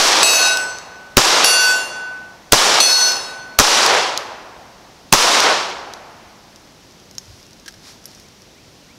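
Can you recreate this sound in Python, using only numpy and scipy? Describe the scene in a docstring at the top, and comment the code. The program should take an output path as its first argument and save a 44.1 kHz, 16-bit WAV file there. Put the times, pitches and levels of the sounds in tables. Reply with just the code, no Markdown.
"""A wood: five shots from a small pistol. Three bullets ring a distant steel gong, the last two hit the
boards behind it. Each report overloads the microphone and rolls back from the trees while the gain
control holds it level. Spent brass cases land nearby, then the pistol is handled with small metal
snaps, ticks and rubs. Leaves and far insects hiss throughout; a small bird whistles far off."""
import sys
import numpy as np
from scipy import signal
from scipy.fft import rfft, irfft, next_fast_len
from scipy.io import wavfile

SR = 44100
rng = np.random.default_rng(int(sys.argv[2]) if len(sys.argv) > 2 else 0)


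def generate_wav(sig):
    """Save sig (samples, or channels by samples) to the path in sys.argv[1] as 16-bit PCM at SR."""
    pcm = np.round(np.clip(np.atleast_2d(sig).T, -1, 1) * 32767).astype(np.int16)
    wavfile.write(sys.argv[1], SR, pcm)


N = 396018
TIME = np.arange(N) / SR


def from_db(db):
    """Decibels to gain."""
    return 10 ** (np.asarray(db) / 20)


def fade(age, t60):
    """Zero before the start, then a fall of 60 dB per t60."""
    return (age >= 0) * np.exp(-np.log(1000) * np.maximum(age, 0) / t60)


def hump(age, width):
    """Bell curve around age zero."""
    return np.exp(-.5 * (age / width) ** 2)


def ages(length_s):
    """Sample times of a short sound."""
    return np.arange(int(length_s * SR)) / SR


def add(out, start_s, sound):
    """Mix a sound in; what falls outside is dropped."""
    at = int(round(start_s * SR))
    first, last = max(at, 0), min(at + len(sound), N)
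    if last > first:
        out[first:last] += sound[first - at:last - at]


def db_at(colour, hz):
    """Level of a spectrum, interpolated over log frequency."""
    points_hz, db = np.transpose(colour)
    return np.interp(np.log(hz), np.log(points_hz), db)


def noise(colour, size=N):
    """Coloured noise, rms 1."""
    padded = next_fast_len(size, True)
    bin_hz = np.maximum(np.fft.rfftfreq(padded, 1 / SR), 1)
    x = irfft(rfft(rng.standard_normal(padded)) * from_db(db_at(colour, bin_hz)), padded)[:size]
    return x / x.std()


def swells(rows, colour):
    """Noise that rises and falls in bell curves."""
    return noise(colour) * sum(from_db(db) * hump(TIME - peak_s, width_s) for peak_s, db, width_s in rows)


# Each row: frequency in Hz, relative density in dB.
AIR_COLOUR = [(15, -40), (25, -3.5), (84, 0), (195, 1.5), (373, -1.5), (451, -4.5), (607, -5),
              (1290, -11.5), (1440, -11.5), (2350, -12.5), (5730, -10.5), (8140, -22.5), (14000, -28),
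              (16000, -34)]


def air(level_db=-46.5):
    """Steady hiss of leaves and far insects."""
    return from_db(level_db) * noise(AIR_COLOUR)


# Each row: start in seconds, level in dB.
WHISTLES = [(8.207, -55), (8.54, -54), (8.865, -52)]


def bird(length_s=.085, from_hz=1750, to_hz=2900):
    """Thin whistles, each the same rising glide."""
    out, t = np.zeros(N), ages(length_s)
    pitch_hz = from_hz * (to_hz / from_hz) ** (t / length_s)
    phase = 2 * np.pi * np.cumsum(pitch_hz) / SR
    for start, db in WHISTLES:
        add(out, start, from_db(db) * np.sin(np.pi * t / length_s) * np.sin(phase))
    return out


# Each row: peak time in seconds, level in dB, half width in seconds.
HAND_SLIDES = [(7.33, -51, 0.12), (7.885, -41.5, 0.039), (8.14, -49.5, 0.094)]
SOFT_BUMPS = [(7.297, -40, 0.029)]
# Bright scrape, dull bump. Each row: frequency in Hz, relative density in dB.
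SCRAPE_COLOUR = [(60, -34), (300, -6), (1500, 2), (3000, 1), (5500, 9.5), (8000, -5), (12000, -8),
                 (16000, -23)]
BUMP_COLOUR = [(30, -20), (70, 0), (110, 10), (200, -26), (400, -24), (2000, -47)]


def hands():
    """Something slides in the hands, with one soft bump."""
    return swells(HAND_SLIDES, SCRAPE_COLOUR) + swells(SOFT_BUMPS, BUMP_COLOUR)


# Each row: frequency in Hz, relative density in dB.
TICK_COLOUR = [(300, -26), (1500, -5), (3000, 1), (6000, 15.5), (8000, -1), (12000, 1), (16000, -25)]


def tick(t):
    """Sharp start of a small contact and its faint echo from the trees."""
    direct = from_db(5) * fade(t, t60=.0089)
    echo = from_db(-24) * fade(t, t60=.49)
    return noise(TICK_COLOUR, len(t)) * (direct + echo)


def contact(ring_hz=5560, t60=.02, ring_db=-3, spread=.1465, count=9):
    """Small metal contact, by default a touch on the pistol: a tick and a brief cluster of modes."""
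    t = ages(.36)
    modes_hz = ring_hz * np.exp(spread * rng.uniform(-.93, 1, (count, 1)))
    ring = np.sin(2 * np.pi * modes_hz * t).sum(0) * np.sqrt(2 / count)
    return tick(t) + from_db(ring_db) * ring * fade(t, t60)


def grip(from_s=6.9, to_s=8.4, min_db=-51, max_db=-45, count=22):
    """Tiny random ticks as fingers shift on the grip."""
    out = np.zeros(N)
    for start, db in rng.uniform((from_s, min_db), (to_s, max_db), (count, 2)):
        add(out, start, from_db(db) * contact())
    return out


# Each row: start in seconds, level in dB.
LIGHT_TOUCHES = [(6.56, -37.5), (7.1117, -39), (7.152, -41), (7.598, -44), (8.1991, -41), (8.42, -44)]
# Each row: start in seconds, level in dB, ring in Hz.
ACTION_SNAPS = [(7.1825, -25, 6000), (8.0561, -31.5, 10900)]


def pistol_clicks(snap_t60_s=.043):
    """Light touches on the pistol and longer-ringing snaps of its action."""
    out = np.zeros(N)
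    for start, db in LIGHT_TOUCHES:
        add(out, start, from_db(db) * contact())
    for start, db, ring_hz in ACTION_SNAPS:
        add(out, start, from_db(db) * contact(ring_hz, snap_t60_s))
    return out


# Each row: start in seconds, level in dB.
CATCH_HITS = [(7.66, -36), (7.6798, -27), (7.74, -42)]
# Each row: frequency in Hz, relative level in dB, T60 in seconds.
CATCH_RING = [(1630, 1, 0.026), (3120, -4, .018), (4540, -2, .018), (5590, 5, 0.032)]
# Each row: frequency in Hz, relative density in dB.
RATTLE_COLOUR = [(600, -34), (1500, 2), (2300, -7), (5600, 1.5), (7000, -9), (10000, -14), (16000, -32)]


def catch(rebound_s=.0045, rebound_db=-5, ring_db=-4, tick_db=-7):
    """A catch engages and rebounds once; the loose parts around it rattle."""
    out, t = np.zeros(N), ages(.3)
    for start, db in CATCH_HITS:
        for delay, loss_db in [(0, 0), (rebound_s, rebound_db)]:
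            ring = sum(from_db(mode_db) * np.sin(2 * np.pi * (hz * t + rng.random())) * fade(t, t60)
                       for hz, mode_db, t60 in CATCH_RING)
            rattle = noise(RATTLE_COLOUR, len(t)) * fade(t, t60=.037)
            click = from_db(ring_db) * ring + rattle + from_db(tick_db) * tick(t)
            add(out, start + delay, from_db(db + loss_db) * click)
    return out


# Each row: start in seconds, level in dB.
CASE_LANDINGS = [(.572, -15.5), (.786, -30), (3.12, -16.5), (3.167, -28), (3.311, -41), (4.1757, -16),
                 (5.70, -38), (5.9366, -29)]


def cases():
    """Spent brass cases land and bounce beside the shooter."""
    out = np.zeros(N)
    for start, db in CASE_LANDINGS:
        add(out, start, from_db(db) * contact(ring_hz=4490, t60=.02))
    return out


# Each row: frequency in Hz, relative density in dB.
BOOM_COLOUR = [(60, -26), (160, -12), (270, -10.5), (480, 8.5), (1100, 4.5), (2000, 1.5), (5000, -13),
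               (16000, -70)]


def slope_boom(level_db=-13, delay_s=.35, width_s=.051):
    """The far slope returns each shot as a dull boom."""
    booms = [(start + delay_s, level_db + echo_db, width_s) for start, _, echo_db in PISTOL_SHOTS]
    return swells(booms, BOOM_COLOUR)


# Echo from near trunks and from far off. Each row: frequency in Hz, density in dB.
NEAR_COLOUR = [(70, -22), (177, -5.5), (362, 7), (1020, 12.5), (2040, 7.5), (5650, 11.5), (7800, 3),
               (11700, -5), (15200, -18)]
FAR_COLOUR = [(70, -29), (177, -29.5), (645, -1.5), (1020, -6.5), (2040, -15), (4100, -36), (15200, -68)]


def forest(near_t60_s=1.33, far_t60_s=2.595, half_t60_hz=12040, first_echo_s=.012, build_s=.006,
           slope_db=3.7, slope_delay_s=.43, slope_width_s=.11, slope_above_hz=520, patchy_db=.86):
    """Trunks scatter each report; air and leaves absorb the treble; the far slope lifts the echo."""
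    starts, _, echo_db = np.transpose(PISTOL_SHOTS)
    latest = np.maximum(np.searchsorted(starts, TIME, "right") - 1, 0)
    age = np.maximum(TIME - starts[latest], 0)
    lift_db = slope_db * hump(age - slope_delay_s, slope_width_s)
    padded = next_fast_len(N, True)
    bin_hz = np.maximum(np.fft.rfftfreq(padded, 1 / SR), 1)
    scattered = rfft(rng.standard_normal(padded)) * from_db(db_at(NEAR_COLOUR, bin_hz))
    bands_hz = np.geomspace(100, 15000, 11)
    knots_s = np.arange(0, N / SR, .008)
    out = np.zeros(N)
    for share, hz in zip(np.eye(len(bands_hz)), bands_hz):
        band = irfft(scattered * np.interp(np.log(bin_hz), np.log(bands_hz), share), padded)[:N]
        flicker_db = patchy_db * np.interp(TIME, knots_s, rng.standard_normal(len(knots_s)))
        near = from_db(lift_db * (hz > slope_above_hz)) * fade(age, near_t60_s / (1 + hz / half_t60_hz))
        far = from_db(db_at(FAR_COLOUR, hz) - db_at(NEAR_COLOUR, hz)) * fade(age, far_t60_s)
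        out += band * from_db(flicker_db) * np.hypot(near, far)
    onset = 1 - np.exp(-np.maximum(age - first_echo_s, 0) / build_s)
    return out * from_db(echo_db[latest]) * onset


# Each row: changes per second, depth.
WAVER_RATES = [(8, 0.65), (30, 0.46), (110, 0.26)]


def wavering(hz, t):
    """A partial that swells as the plate swings and flutters as it arrives by many paths."""
    envelope = np.ones(len(t), complex)
    for rate_hz, depth in WAVER_RATES:
        knots_s = np.arange(0, t[-1] + 1 / rate_hz, 1 / rate_hz)
        wander = rng.standard_normal(len(knots_s)) + 1j * rng.standard_normal(len(knots_s))
        envelope += depth * np.interp(t, knots_s, wander)
    envelope /= np.sqrt(np.average(np.abs(envelope) ** 2, weights=fade(t, t60=6)))
    return np.imag(envelope * np.exp(2j * np.pi * hz * t))


# Each row: start in seconds, then impact, other-mode and main-mode gains in dB.
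GONG_STRIKES = [(0.23, 1, -1, -2.5), (1.444, 2, -1, -1), (2.803, -3.5, 0.5, -1)]
# Main mode first. Each row: frequency in Hz, then level in dB for each of three spots hit.
GONG_MODES = [(1501, -5, -1, -9), (662, -17, -20, -28), (2577, -9, -14, -17), (2778, -12, -7, -17),
              (3440, -26, -13, -16), (3845, -9, -21, -14), (4185, -12, -19, -18), (4336, -8, -12, -1),
              (4514, -10, -25, -22), (4570, -36, -5, -16), (5088, -21, -17, -23), (5288, -10, -18, -6),
              (5596, -22, -11, -23), (5984, -7, -8, -10), (6069, -4, -26, -4), (6245, -18, -13, -13),
              (6653, -13, -21, -20), (6890, -24, -19, -20), (7109, -23, -14, -19), (7206, -34, -12, -21),
              (7963, -6, -32, -20), (8458, -28, -35, -17), (8575, -25, -17, -20), (8741, -35, -12, -21),
              (9990, -15, -28, -17), (10526, -39, -11, -18), (10691, -23, -18, -18), (10790, -17, -31, -28),
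              (12255, -26, -20, -22), (13227, -21, -31, -36)]
# Each row: frequency in Hz, typical level in dB.
WEAK_MODE_LEVELS = [(2300, -11), (7000, -25), (11500, -31), (15000, -46)]


def gong(main_db=16, main_t60_s=1.11, main_rise_s=.64, beat_hz=1.85, beat_nulls_s=(.61, .44, .42),
         t60_at_4khz_s=.91, damping_slope=.18, bloom_db=5, bloom_s=.11, weak_count=36):
    """Steel disc with many modes; the main one is a close pair that builds slowly and beats."""
    out, t = np.zeros(N), ages(1.4)
    # The ring swells as the plate swings back and tree reflections join in.
    build_up = 1 - .6 * np.exp(-t / .05)
    bloom = build_up * from_db(bloom_db * hump(t - bloom_s, width=.18))
    curve_hz, curve_db = np.transpose(WEAK_MODE_LEVELS)
    weak_hz = curve_hz[0] + np.ptp(curve_hz) * np.sqrt(rng.random(weak_count))   # denser at the top
    (main_hz, *main_spot_db), *others = GONG_MODES
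    for hit, (start, _, ring_db, pair_db) in enumerate(GONG_STRIKES):
        weak_db = np.interp(weak_hz, curve_hz, curve_db) + 5 * rng.uniform(-.49, 1, weak_count)
        modes = [(hz, spot_db[hit]) for hz, *spot_db in others] + list(zip(weak_hz, weak_db))
        ring = np.zeros(len(t))
        for hz, db in modes:
            t60 = t60_at_4khz_s * (max(hz, 2500) / 4000) ** -damping_slope
            ring += from_db(ring_db + db) * wavering(hz, t) * fade(t, t60)
        beat = np.sin(np.pi * beat_hz * (t - beat_nulls_s[hit]))
        envelope = (1 - np.exp(-t / main_rise_s)) * fade(t, main_t60_s)
        pair = beat * envelope * np.sin(2 * np.pi * main_hz * t)
        add(out, start, bloom * ring + from_db(main_db + pair_db + main_spot_db[hit]) * pair)
    return out


# Each row: start in seconds, level in dB.
BOARD_STRIKES = [(3.863, -6), (5.403, -4.5)]


def impacts(steel_t60_s=.013, board_t60_s=.018):
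    """Lead splashes on steel or snaps into wood."""
    out, t = np.zeros(N), ages(.057)
    for strikes, t60 in [(GONG_STRIKES, steel_t60_s), (BOARD_STRIKES, board_t60_s)]:
        for start, db, *_ in strikes:
            add(out, start, from_db(db) * noise(SCRAPE_COLOUR, len(t)) * fade(t, t60))
    return out


# Each row: start in seconds, blast gain in dB, echo gain in dB.
PISTOL_SHOTS = [(-.047, -1, 0), (1.1697, -4, -0.5), (2.5219, -2, -0.5), (3.588, -2, -1), (5.1255, -2, -1.5)]
# Muzzle blast and its ground echo. Each row: frequency in Hz, relative density in dB.
CRACK_COLOUR = [(60, 6), (600, 0), (2000, -4), (5500, -1.5), (9000, -8), (16000, -19)]
GROUND_COLOUR = [(60, -3), (300, 1.5), (1100, 5.5), (2500, -8.5), (6000, 0), (9000, -15), (16000, -22)]


def blasts(crack_s=.0039, ground_delay_s=.008, action_s=.0035, thump_hz=210, push_hz=72, settle_hz=8.4):
    """The action snaps, the muzzle cracks, and the ground returns the crack and the pressure wave."""
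    out, t = np.zeros(N), ages(.54)
    ground_age, push_age = t - ground_delay_s, t - crack_s
    front = np.exp(-(t / crack_s) ** 8)
    wake = from_db(-17) * fade(t, t60=.046)
    thump = from_db(15) * np.cos(2 * np.pi * thump_hz * ground_age) * fade(ground_age, t60=.017)
    # The pressure wave pushes the microphone, which settles slowly.
    push = from_db(9) * np.sin(2 * np.pi * push_hz * push_age) * fade(push_age, t60=.033)
    settle_phase = 2 * np.pi * settle_hz * (t + 2 * ground_delay_s)
    settle = -from_db(-6) * np.sin(settle_phase) * fade(push_age, t60=.37)
    for start, db, _ in PISTOL_SHOTS:
        crack = from_db(17) * noise(CRACK_COLOUR, len(t)) * (front + wake)
        ground = from_db(17) * noise(GROUND_COLOUR, len(t)) * fade(ground_age, t60=.088)
        add(out, start, from_db(db) * (crack + ground + thump + push + settle))
        action = from_db(-29) * noise(SCRAPE_COLOUR, int(action_s * SR))
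        add(out, start - action_s, action)
    return out


def scene():
    """Everything at one microphone beside the shooter."""
    shooting = blasts() + forest() + slope_boom() + gong() + impacts()
    handling = cases() + pistol_clicks() + catch() + grip() + hands()
    return (shooting + handling + bird() + air())[None]


def smooth(x, time_s, initial):
    """One-pole low-pass."""
    pole = np.exp(-1 / (time_s * SR))
    return signal.lfilter([1 - pole], [1, -pole], x, zi=[pole * initial])[0]


def gain_control(x, hold_db=-11.5, max_cut_db=16, sense_s=.0041, attack_s=.0042, release_db_per_s=130):
    """Gain drops quickly above the held level and recovers more slowly."""
    power = smooth(x ** 2, sense_s, initial=np.mean(x[:256] ** 2))
    excess_db = np.clip(10 * np.log10(power + 1e-12) - hold_db, 0, max_cut_db)
    release_db = release_db_per_s * TIME
    cut_db = np.maximum.accumulate(excess_db + release_db) - release_db
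    return x * from_db(-smooth(cut_db, attack_s, initial=cut_db[0]))


def record(dry, headroom=7.2, cutoff_hz=15700):
    """The microphone stage saturates, the gain control acts, the converter clips and the top is cut."""
    saturated = dry[0] / (1 + (dry[0] / headroom) ** 4) ** (1 / 4)
    clipped = np.clip(gain_control(saturated), -1, 1)
    lowpass = signal.ellip(10, .1, 70, cutoff_hz, fs=SR, output="sos")
    return signal.sosfilt(lowpass, clipped)[None]


dry = scene()
out = record(dry)
generate_wav(out)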